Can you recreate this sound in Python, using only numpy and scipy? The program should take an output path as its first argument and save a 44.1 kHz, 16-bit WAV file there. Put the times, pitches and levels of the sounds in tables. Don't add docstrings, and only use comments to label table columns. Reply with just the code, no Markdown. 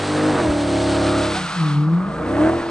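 import sys
import numpy as np
from scipy.fft import rfft, irfft, next_fast_len
from scipy.io import wavfile
from scipy.ndimage import map_coordinates

SR = 44100
rng = np.random.default_rng(int(sys.argv[2]) if len(sys.argv) > 2 else 0)


def digitize_waveform(pressure):
    field = np.atleast_2d(pressure).T
    bounded = np.clip(field, -1, 1)
    quanta = np.round(bounded * 32767).astype(np.int16)
    wavfile.write(sys.argv[1], SR, quanta)


N = 119070

# (time [s], mean firing rate [Hz])
FIRING_RATE_HZ = [(0, 394.2), (0.29, 413), (0.33, 396), (0.4, 353.5), (0.45, 315.4), (0.5, 296),
                  (0.6, 293.9), (0.71, 282.9), (1.19, 286.8), (1.3, 276.8), (1.46, 232.7), (1.53, 192.6),
                  (1.62, 158.7), (1.7, 146.2), (1.77, 146.2), (1.85, 151.4), (1.95, 171.1), (2.15, 212.4),
                  (2.25, 247.4), (2.45, 317), (2.55, 339.7), (2.62, 339.5), (2.7, 332.5)]
CYLINDERS = 8
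# (time [s], level [dB])
FIRING_NOTE_DB = [(0, -29), (.27, -26), (.48, -26.5), (.7, -28), (1.2, -28), (1.44, -50), (1.53, -56.5),
                  (1.62, -36.5), (1.78, -31.5), (1.92, -37), (2.05, -45), (2.2, -35), (2.33, -29),
                  (2.45, -21.5), (2.7, -35)]
# (time [s], level before the pipe [dB])
BURBLE_DB = [(0.0, -36.5), (0.27, -29), (0.4, -31.5), (0.6, -37), (0.75, -34), (1.1, -32.0), (1.3, -35.5),
             (1.48, -55.5), (1.85, -60), (2.1, -49), (2.3, -36.5), (2.45, -32.5), (2.55, -33), (2.63, -46),
             (2.7, -40.5)]
LINE_DB = [1, 3.5, -4.5, .5, 1.5, -7.5, 0.5, 1, 3.5, -0.5, -1.5, -8.5, 2.5, 2, 0, 3.5, 6, -11.5, -8.5, 5.5,
           7, 3.5, -12.5, 8, 7]
# (frequency [Hz], gain [dB])
PIPE_GAIN_DB = [(50, 7), (75, 1), (110, 3.5), (135, -1), (160, -1.5), (195, 5.5), (228, -5), (255, 3.5),
                (275, 3), (305, 10), (355, 5.5), (390, -3), (425, -11), (460, 6), (500, -1), (560, -8),
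                (600, 3), (640, 0.5), (700, -13), (800, -11.5), (1100, -17.5)]
# (time [s], peak gain [dB])
DRONE_GAIN_DB = [(1.3, 0.5), (1.44, 24), (2.1, 24.5), (2.3, -3)]
DRONE_HZ, DRONE_WIDTH_HZ = 167.9, 38
BARK_MAX_DB, BARK_HZ, BARK_WIDTH_HZ = 11, 740, 74
# (time [s], rms level [dB])
RASP_LEVEL_DB = [(0, -29.5), (.25, -26), (.375, -22), (.55, -30), (.85, -33), (1.15, -29.5), (1.35, -37.5),
                 (1.55, -61.5), (1.9, -40.5), (2.2, -33), (2.45, -22.5), (2.56, -28), (2.7, -30.5)]
# (frequency [Hz], relative density [dB])
RASP_SPECTRUM_DB = [(50, -18), (200, -5), (330, 1.5), (430, -6), (660, -2), (900, -5), (1500, -6),
                    (3000, -22), (10000, -48)]
# (time [s], peak level [dB])
THROB_DB = [(.3, -26), (.43, -36), (.505, -16), (.54, -57.5)]
# (time [s], scrub level [dB], treble level [dB])
HISS_DB = [(0, -35, -41), (.55, -39, -43), (.95, -34, -40.5), (1.38, -32, -40), (1.7, -36.5, -49.5),
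           (1.88, -52, -63), (2.1, -53, -59), (2.46, -45.5, -47.5), (2.7, -42.5, -55.5)]
SCRUB_TRIM_DB, TREBLE_TRIM_DB = 4.5, 4.5
# (frequency [Hz], relative density [dB])
SCRUB_SPECTRUM_DB = [(450, -19.5), (850, 1.5), (1600, -2), (2800, -3.5), (4300, -3), (5400, -9.5),
                     (8000, -24)]
# (frequency [Hz], relative density [dB])
TREBLE_SPECTRUM_DB = [(3500, -56), (6000, -2), (7000, -6.5), (8000, 1.5), (9800, -5.5)]
# (time [s], centre pitch [Hz], level [dB])
SQUEAL_PITCH_LEVEL = [(0, 1149, -48.5), (.8, 1200, -43.5), (1.1, 1290, -29), (1.4, 1326, -35),
                      (1.55, 1246, -29.5), (1.92, 1199, -37.5), (2.1, 1177, -33), (2.7, 1175, -40)]
SQUEAL_WIDTH_HZ = 183
# (time [s], mean pitch [Hz], fundamental level [dB])
CHIRP_PITCH_LEVEL = [(1.33, 695, -57), (1.37, 743, -23.5), (1.4, 780, -35), (1.44, 750, -79)]
# (time [s], share [0-1])
OFF_AXIS_SHARE = [(.9, 0), (1.5, 0.46)]
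# (frequency [Hz], phase [rad])
LEFT_LEAD_RAD = [(150, -0.44), (550, -0.031), (800, 1.5), (1200, 0.9), (1900, 1.1), (2700, 1.9),
                 (5200, 2.77), (6500, 2.2)]
# (frequency [Hz], relative density [dB])
STREET_SPECTRUM_DB = [(20, -22), (150, -1), (450, -3.5), (900, 5.5), (9000, -53)]
STREET_DB = -39.5
# (frequency [Hz], level difference [dB])
LEFT_MINUS_RIGHT_DB = [(250, 1.1), (430, 1.4), (640, -6), (1000, 0), (1700, -1), (4300, 1)]
BAND_LIMIT_HZ = 9800


def amp(db):
    return 10 ** (np.asarray(db) / 20)


def unit(x):
    return x / np.sqrt(np.mean(x ** 2) + 1e-20)


def along(points, hz):
    f, v = np.transpose(points)
    return np.interp(np.log(hz + 1), np.log(f + 1), v)


def curves(rows):
    s, *cols = np.transpose(rows)
    return [np.interp(np.arange(N) / SR, s, c) for c in cols]


def wobble(knots_per_s):
    return map_coordinates(rng.standard_normal(4096), [np.arange(N) * knots_per_s / SR], mode="wrap")


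def filtered(x, response):
    m = next_fast_len(N + SR // 4)
    return irfft(rfft(x, m) * response(np.fft.rfftfreq(m, 1 / SR)), m)[..., :N]


def noise(spectrum_db, side_db):
    white = rng.standard_normal((2, N))
    mid, side = filtered(white, lambda hz: amp(along(spectrum_db, hz)))
    side = amp(side_db) * side
    return unit(np.array([mid + side, mid - side]))


def crank():
    unsteady_share = .0012
    hz = curves(FIRING_RATE_HZ)[0] / CYLINDERS * (1 + unsteady_share * wobble(22.8))
    return hz, 2 * np.pi * np.cumsum(hz) / SR


def pipe_db(hz):
    force = amp(curves(FIRING_NOTE_DB)[0])
    drone = curves(DRONE_GAIN_DB)[0] * np.exp(-((hz - DRONE_HZ) / DRONE_WIDTH_HZ) ** 2)
    bark_open = (force / force.max()) ** 2
    bark = BARK_MAX_DB * bark_open * np.exp(-((hz - BARK_HZ) / BARK_WIDTH_HZ) ** 2)
    return along(PIPE_GAIN_DB, hz) + drone + bark


def exhaust(hz, phase):
    flutter_db, smear_rad, dispersion_rad = 1.1, .011, .3 * np.pi
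    firing_db, burble_db = curves(FIRING_NOTE_DB)[0], curves(BURBLE_DB)[0]
    out = np.zeros(N)
    for k, line_db in enumerate(LINE_DB, 2):
        source_db = burble_db if k % CYLINDERS else firing_db
        level_db = line_db + source_db + pipe_db(k * hz) + flutter_db * wobble(29.82)
        line_phase = k * (phase + smear_rad * wobble(21.73)) + dispersion_rad * k ** 2
        out += amp(level_db) * np.sin(line_phase)
    return out


def rasp(phase, firing_db=3.5, lope_db=2.0, scatter_db=1.5):
    puff_db = firing_db * np.cos(CYLINDERS * phase) + lope_db * np.cos(2 * phase) + scatter_db * wobble(250)
    puffs = amp(puff_db) * noise(RASP_SPECTRUM_DB, side_db=-21.5)
    return amp(curves(RASP_LEVEL_DB)[0]) * unit(puffs)


def throb(phase):
    return amp(curves(THROB_DB)[0]) * np.sin(2 * phase)


def hiss(grain_db=0.58, sway_db=0.9, ahead_side_db=-22, widening_db=13):
    scrub_db, treble_db = curves(HISS_DB)
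    scrub_side_db = ahead_side_db + widening_db * curves(OFF_AXIS_SHARE)[0]
    grain = amp(grain_db * wobble(350) + sway_db * wobble(24.74))
    scrub = amp(scrub_db + SCRUB_TRIM_DB) * noise(SCRUB_SPECTRUM_DB, scrub_side_db)
    treble = amp(treble_db + TREBLE_TRIM_DB) * noise(TREBLE_SPECTRUM_DB, side_db=-11.5)
    return grain * (scrub + treble)


def squeal(waver_hz=35, flutter_db=3, apart_share=.045, tone_db=-6):
    hz, db = curves(SQUEAL_PITCH_LEVEL)
    out = np.zeros(N)
    for side in (-1, 1):
        tread_hz = hz * (1 + side * apart_share) + waver_hz * wobble(24)
        phase = 2 * np.pi * np.cumsum(tread_hz) / SR
        strand = amp(tone_db + flutter_db * wobble(18)) * unit(np.sin(phase))
        a, b = filtered(rng.standard_normal((2, N)), lambda f: 1 / (1 + (f / SQUEAL_WIDTH_HZ) ** 2))
        hoarse = unit(a * np.cos(phase) + b * np.sin(phase))
        out += strand + hoarse
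    return amp(db) * unit(out)


def chirp(octave_db=-4, waver_hz=10):
    hz, db = curves(CHIRP_PITCH_LEVEL)
    phase = 2 * np.pi * np.cumsum(hz + waver_hz * wobble(90)) / SR
    started = np.arange(N) / SR > CHIRP_PITCH_LEVEL[0][0]
    return amp(db) * started * (np.sin(phase) + amp(octave_db) * np.sin(2 * phase))


def placed(x):
    share = np.clip(curves(OFF_AXIS_SHARE)[0], 0, 1)
    aside = filtered(x, lambda hz: np.exp(1j * np.outer([.5, -.5], along(LEFT_LEAD_RAD, hz))))
    return (1 - share) * x + share * aside


def street():
    return amp(STREET_DB) * noise(STREET_SPECTRUM_DB, side_db=-12.5)


def scene():
    hz, phase = crank()
    engine = exhaust(hz, phase) + rasp(phase) + throb(phase)
    tyres = hiss() + squeal() + chirp()
    return placed(engine + tyres) + street()


def record(dry):
    def response(hz):
        split_db = np.outer([.5, -.5], along(LEFT_MINUS_RIGHT_DB, hz))
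        return amp(split_db) * (hz < BAND_LIMIT_HZ)
    return filtered(dry, response)


dry = scene()
out = record(dry)
digitize_waveform(out)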